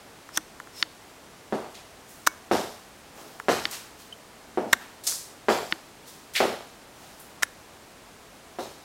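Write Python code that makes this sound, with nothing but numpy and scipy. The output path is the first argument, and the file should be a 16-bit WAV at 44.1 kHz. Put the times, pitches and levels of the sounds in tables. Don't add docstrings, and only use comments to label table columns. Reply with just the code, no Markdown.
import sys
import numpy as np
from scipy import signal
from scipy.fft import rfft, irfft, next_fast_len
from scipy.io import wavfile
from scipy.ndimage import uniform_filter1d

SR = 44100
rng = np.random.default_rng(int(sys.argv[2]) if len(sys.argv) > 2 else 0)


def to_wav(s):
    ch = np.atleast_2d(s).T
    pcm = np.round(np.clip(ch, -1, 1) * 32767)
    wavfile.write(sys.argv[1], SR, pcm.astype(np.int16))


N = 389844
T = np.arange(int(.6 * SR)) / SR

# pitch_hz, relative level_db (per Hz)
AIR_COLOUR = [(15, -32), (25, -9), (49, -4), (86, -4.5), (161, -3), (194, -2.5), (269, -2), (382, -3),
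              (414, -2), (486, -3), (542, -4), (672, -3), (3300, -13.5), (8490, -18), (15800, -27)]
AIR_DB = -49.5

# start_s, peak level_db
TICKS = [(0.2902, -31), (0.6003, -24), (0.672, -34), (3.3992, -20), (5.1218, -30), (7.424, -16)]
TICK_HZ, TICK_KNOCK_DB = 1280, -35
TICK_CREAK_DB, TICK_CREAK_S = -16.5, .0011

# pitch_hz, relative level_db, time to drop 60 dB_s
CASE_MODES = [(188, -1.5, 0.024), (319, -6.5, 0.1), (1027, 2, 0.011), (1420, 0, 0.016), (1766, 1, 0.013),
              (2090, 3, 0.0071), (2990, -2, 0.0065), (3640, -4.5, 0.01), (4480, -3, 0.01),
              (5440, -6.5, 0.0058), (6670, -16, 0.019), (10600, -21, .03)]

# pitch_hz, level_db
CREAK_COLOUR = [(30, -26), (250, -11.5), (800, -3.5), (1200, 5.5), (2000, 1.5), (2700, -5.5), (3700, 0),
                (4400, -5.5), (5900, -0.5), (8500, -5.5), (10300, -9.5), (13000, -7), (16000, -18)]

# peak_s, level_db, pitch_hz, fade_s
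CHIRPS = [(.3645, -31, 6300, .0015), (4.127, -34.5, 3070, 0.0054)]

# creak_peak_s, crack_peak_db, brightest_hz,
# rebound_db and body_knock_db (both relative to the crack), creak_db, build_up_s, seam_resonance_hz,
# slide_db, after_ring_hz, after_ring_db
SEAM_CRACKS = [(0.3747, -16.5, 1350, 2, -17, -15, 0.0039, 8500, -38.5, 6260, -51),
               (2.2731, -1.5, 1070, -14, -28.5, -10.5, 0.0084, 6000, -58, 2230, -39),
               (4.7319, -0.5, 1480, -3.5, -41, -5.5, .0045, 3570, -49, 10300, -40),
               (7.4326, -5.5, 1530, -24, -48, -13.5, 0.0078, 5960, -66, 10460, -29)]
CRACK_LEAD_S, REBOUND_S = .0008, 0.003285
SEAM_DB = 4
TIGHTEN_S, RING_CYCLES = 0.028, 450

# snap_s, peak level_db, brightest_hz,
# body_knock_db (relative to the click), slide_db, slide_s
FINGER_SLIPS = [(0.8262, -3, 3450, -32, -41, 0.055), (3.6537, -8, 3230, -24, -43, 0.018),
                (5.7236, -7.5, 2610, -18.5, -43.5, 0.016)]
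SQUEAK_HZ, RUB_DB = 5310, 1
SLIDE_LEAD, SLIDE_FALL = 0.23, 0.25

# pitch_hz, time to drop 60 dB_s
ROOM_DECAY = [(100, 0.57), (300, 0.39), (480, 0.41), (720, 0.53), (1200, 0.51), (2500, 0.61), (6000, 0.69),
              (14000, 0.83)]

# typical delay_s, relative gain (plain factor)
ECHOES = [(.0028, 0.31), (.0053, 0.87), (.0085, 0.33), (0.014, .35), (0.018, 0.3)]

# start_s, thud_db, heel_hardness_hz, weight_db (extra bass), sole_slap_db
STEPS = [(1.5248, -28.5, 1060, 5.5, -50), (2.513, -22.5, 1170, 1, -34.5), (3.4844, -22, 1380, -1.5, -33),
         (4.5743, -26.5, 915, 4, -56.5), (5.4851, -21, 1280, -2, -34), (6.4040, -22, 1110, -3, -38.5),
         (8.5870, -35, 1030, -1.5, -45)]

# pitch_hz, level_db
HEEL_COLOUR = [(50, -28), (110, -21), (160, -11.5), (228, 1), (290, -3), (365, 4), (500, 2), (620, 1),
               (740, 2), (1050, -4.5), (1500, -1.7), (4000, 4.5)]

# pitch_hz, level_db
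SLAP_COLOUR = [(300, 0), (800, -15), (1500, -12), (2400, -6.5), (3600, -1), (5500, -3), (9000, -10.5),
               (13000, -13.5), (16000, -22)]

# bite_s, level_db, rise_s, fade_s, lower_edge_hz, upper_edge_hz
SCUFFS = [(1.752, -41.5, 0.0069, 0.026, 1990, 4600), (3.713, -31.5, 0.0025, 0.0057, 6130, 14000),
          (3.736, -33.5, 0.021, .02, 800, 7400), (4.817, -43, .014, 0.029, 350, 2480),
          (5.072, -19, .0038, .018, 4300, 8900), (6.367, -21, 0.014, .016, 1840, 3200),
          (7.2, -40, .002, 0.01, 8000, 15000)]
TOUCH_LEAD, TOUCH_DB = 1.93, -20.5
SPRAY_DB = -10

# peak_s, level_db, fade_s, lower_edge_hz
SWISHES = [(2.113, -48.5, 0.089, 5900), (3.209, -44, 0.14, 300), (4.006, -46, 0.042, 3000),
           (6.088, -43.5, 0.052, 3400), (7.05, -49.5, 0.21, 700)]
SWISH_RISE = .45

# pitch_hz, level_db
CLOTH_COLOUR = [(300, 5.5), (800, 5), (2000, -8), (5500, -7.5), (14000, -14.5)]


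def undb(db):
    return 10 ** (np.asarray(db) / 20)


def unit(x):
    return x / np.sqrt(np.sum(x ** 2))


def decay(t, t60):
    return np.exp(-np.log(1000) * t / t60)


def lookup(points, hz):
    point_hz, value = np.transpose(points)
    return np.interp(np.log(np.maximum(hz, 1)), np.log(point_hz), value)


def colour(x, points):
    size = 2 * next_fast_len(len(x))
    level_db = lookup(points, np.fft.rfftfreq(size, 1 / SR))
    cepstrum = irfft(np.log(undb(level_db)))
    cepstrum[1:size // 2] *= 2
    cepstrum[size // 2 + 1:] = 0
    response = np.exp(rfft(cepstrum))
    return irfft(rfft(x, size) * response)[:len(x)]


def butter(x, hz, kind, order=2):
    edge = np.minimum(hz, .47 * SR)
    return signal.sosfilt(signal.butter(order, edge, kind, fs=SR, output="sos"), x)


def add(out, s, x):
    i = int(s * SR)
    out[i:i + len(x)] += x[:max(N - i, 0)]


def noise():
    return rng.standard_normal(len(T))


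def uneven_noise(spread_db, grain_samples):
    grain_db = spread_db * np.repeat(noise(), repeats=grain_samples)[:len(T)]
    return noise() * undb(grain_db)


def rise_and_fade(lead, rise, fall):
    return np.exp(np.where(T < lead, -((T - lead) / rise) ** 2, (lead - T) / fall))


def swell(peak_s, x, rise, fall):
    lead = min(3 * rise, peak_s)
    return peak_s - lead, x / np.std(x) * rise_and_fade(lead, rise, fall)


def air():
    x = colour(rng.standard_normal(N), AIR_COLOUR)
    return undb(AIR_DB) * x / np.std(x)


def click(s, db, bright_hz, knock_db):
    t = T[:len(T) // 2]
    hz, mode_db, t60 = np.transpose(CASE_MODES)
    is_body = hz < 500
    sign = (-1) ** np.arange(len(hz))
    fades = sign * undb(mode_db) * decay(t[:, None], t60)
    detune = 1 + 0.014 * rng.standard_normal(len(hz))
    modes = fades * np.sin(2 * np.pi * hz * detune * t[:, None])
    panels = modes[:, ~is_body].sum(axis=1)
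    panels = butter(panels, 1.27 * bright_hz, "high", order=2)
    panels = butter(panels, 1.14 * bright_hz, "low", order=3)
    body = modes[:, is_body].sum(axis=1)
    return s, undb(db) * (panels / np.abs(panels).max() + undb(knock_db) * body)


def creak(s, db, build, release, creep_db=-9, snap_s=0.00061):
    creep = np.where(T < build, np.sqrt(T / build), np.exp(-np.abs(T - build) / release))
    snap = np.exp(-((T - build) / snap_s) ** 2)
    tiny_slips = np.sign(noise()) * (undb(creep_db) * creep + snap)
    gain = np.linalg.norm(colour(signal.unit_impulse(len(T)), CREAK_COLOUR))
    return s - build, undb(db) * colour(tiny_slips, CREAK_COLOUR) / gain


def ticks():
    out = np.zeros(N)
    for s, db in TICKS:
        add(out, *click(s, db, TICK_HZ, TICK_KNOCK_DB))
        add(out, *creak(s, db + TICK_CREAK_DB, TICK_CREAK_S, TICK_CREAK_S))
    return out


def rub(s, db, rise, fall, hz, rub_db, waver=0.0167):
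    drift = uniform_filter1d(noise(), size=32)
    unsteadiness = waver * (.5 + 2 * undb(rub_db))
    pitch = hz * (1 + unsteadiness * drift / np.std(drift))
    squeak = np.sin(2 * np.pi * np.cumsum(pitch) / SR)
    hiss = butter(noise(), [1700, 9000], "band", order=1)
    start, sound = swell(s, unit(squeak) + undb(rub_db) * unit(hiss), rise, fall)
    return start, undb(db) * sound


def chirps():
    out = np.zeros(N)
    for s, db, hz, fall in CHIRPS:
        add(out, *rub(s, db, rise=0.0018, fall=fall, hz=hz, rub_db=-16))
    return out


def slide(snap_s, db, length):
    return rub(snap_s - SLIDE_LEAD * length, db, length, SLIDE_FALL * length, SQUEAK_HZ, RUB_DB)


def seam(x, hz):
    edges = hz * 2 ** (np.array([-1, 1]) / 6)
    return x + (undb(SEAM_DB) - 1) * butter(x, edges, "band", order=1)


def seam_cracks():
    out = np.zeros(N)
    for (s, db, bright_hz, rebound_db, knock_db, creak_db, build_s, seam_hz,
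         slide_db, ring_hz, ring_db) in SEAM_CRACKS:
        add(out, *slide(s, slide_db, TIGHTEN_S))
        start, slips = creak(s, creak_db, build_s, release=0.0036)
        add(out, start, seam(slips, seam_hz))
        crack_s = s - CRACK_LEAD_S
        add(out, *click(crack_s, db, bright_hz, knock_db))
        add(out, *click(crack_s + REBOUND_S, db + rebound_db, bright_hz, knock_db))
        after_ring = np.sin(2 * np.pi * ring_hz * T) * decay(T, RING_CYCLES / ring_hz)
        add(out, s, undb(ring_db) * after_ring)
    return out


def finger_slips():
    out = np.zeros(N)
    for s, db, bright_hz, knock_db, slide_db, slide_s in FINGER_SLIPS:
        add(out, *slide(s, slide_db, slide_s))
        add(out, *click(s, db, bright_hz, knock_db))
    return out


def grip():
    return ticks() + chirps() + seam_cracks() + finger_slips()


def tail(build_s, grain_db=3):
    edges = np.geomspace(70, 18000, 17)
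    spectrum = rfft(uneven_noise(grain_db, grain_samples=16))
    hz = np.fft.rfftfreq(len(T), 1 / SR)
    build = 1 - np.exp(-T / build_s)
    out = 0
    for lo, hi in zip(edges, edges[1:]):
        band = irfft(spectrum * (hz >= lo) * (hz < hi), len(T))
        fade = decay(T, lookup(ROOM_DECAY, np.sqrt(lo * hi)))
        out = out + np.sqrt(hi - lo) * unit(band * fade * build)
    return unit(out)


def room(direct_db, build_s):
    early = np.zeros(len(T))
    early[0] = 1
    for delay, gain in ECHOES:
        shift = 1 + .04 * rng.standard_normal()
        early[int(delay * SR * shift)] += gain
    return unit(undb(direct_db) * unit(early) + tail(build_s))


def footsteps(crunch_db=-7):
    out = np.zeros(N)
    blow = signal.unit_impulse(len(T))
    heel = colour(-blow, HEEL_COLOUR)
    tenth_second = np.sqrt(SR / 10)
    for s, thud_db, hard_hz, weight_db, slap_db in STEPS:
        weighted = colour(heel, [(220, weight_db), (450, 0)])
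        push = butter(weighted, hard_hz, "low", order=3)
        thud = signal.fftconvolve(push, room(direct_db=-2.0, build_s=0.0025))
        crunch = unit(noise() * np.exp(-T / 0.0055))
        sole = colour(blow + undb(crunch_db) * crunch, SLAP_COLOUR)
        slap = signal.fftconvolve(sole, room(direct_db=-13, build_s=0.008))
        add(out, s, tenth_second * undb(thud_db) * unit(thud))
        add(out, s + .003, tenth_second * undb(slap_db) * unit(slap))
    return out


def with_wash(x, wash, room_db, t60):
    keep = decay(1 / SR, t60) ** 2
    energy = signal.lfilter([1 - keep], [1, -keep], x ** 2)
    room_wash = undb(room_db) * np.sqrt(energy) * wash / np.std(wash)
    return (x + room_wash) / np.sqrt(2)


def scraped(x, lo_hz, hi_hz):
    sole = butter(butter(x, lo_hz, "high", order=5), hi_hz, "low")
    spray = butter(noise(), [400, 13200], "band")
    return unit(sole) + undb(SPRAY_DB) * unit(spray)


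def scuffs(grit_db=4):
    out = np.zeros(N)
    for s, db, rise, length, lo_hz, hi_hz in SCUFFS:
        scrape = scraped(uneven_noise(grit_db, grain_samples=24), lo_hz, hi_hz)
        wash = scraped(noise(), lo_hz, hi_hz)
        lead = TOUCH_LEAD * length
        pressure = rise_and_fade(lead, rise, length)
        skim = butter(noise(), [3570, 13000], "band")
        touch = undb(TOUCH_DB) * (T < lead) * skim / np.std(skim)
        bite = with_wash(pressure * scrape / np.std(scrape), wash, room_db=1.5, t60=0.49)
        add(out, s - lead, undb(db) * (touch + bite))
    return out


def brushed(x, lo_hz):
    return butter(colour(x, CLOTH_COLOUR), lo_hz, "high", order=3)


def swishes(weave_db=3):
    out = np.zeros(N)
    for s, db, length, lo_hz in SWISHES:
        brush = brushed(uneven_noise(weave_db, grain_samples=24), lo_hz)
        wash = brushed(noise(), lo_hz)
        start, swish = swell(s, brush, SWISH_RISE * length, length)
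        add(out, start, undb(db) * with_wash(swish, wash, room_db=-2.5, t60=0.8))
    return out


def scene(case_room_db=-28):
    case = grip()
    case_echo = undb(case_room_db) * signal.fftconvolve(case, tail(build_s=0.0025))[:N]
    return (air() + case + case_echo + footsteps() + scuffs() + swishes())[None]


def record(dry, ceiling=0.62):
    rounded = dry / (1 + (dry / ceiling) ** 6) ** (1 / 6)
    top_cut = signal.ellip(10, .2, 70, 15900, fs=SR, output="sos")
    return signal.sosfilt(top_cut, rounded)


dry = scene()
out = record(dry)
to_wav(out)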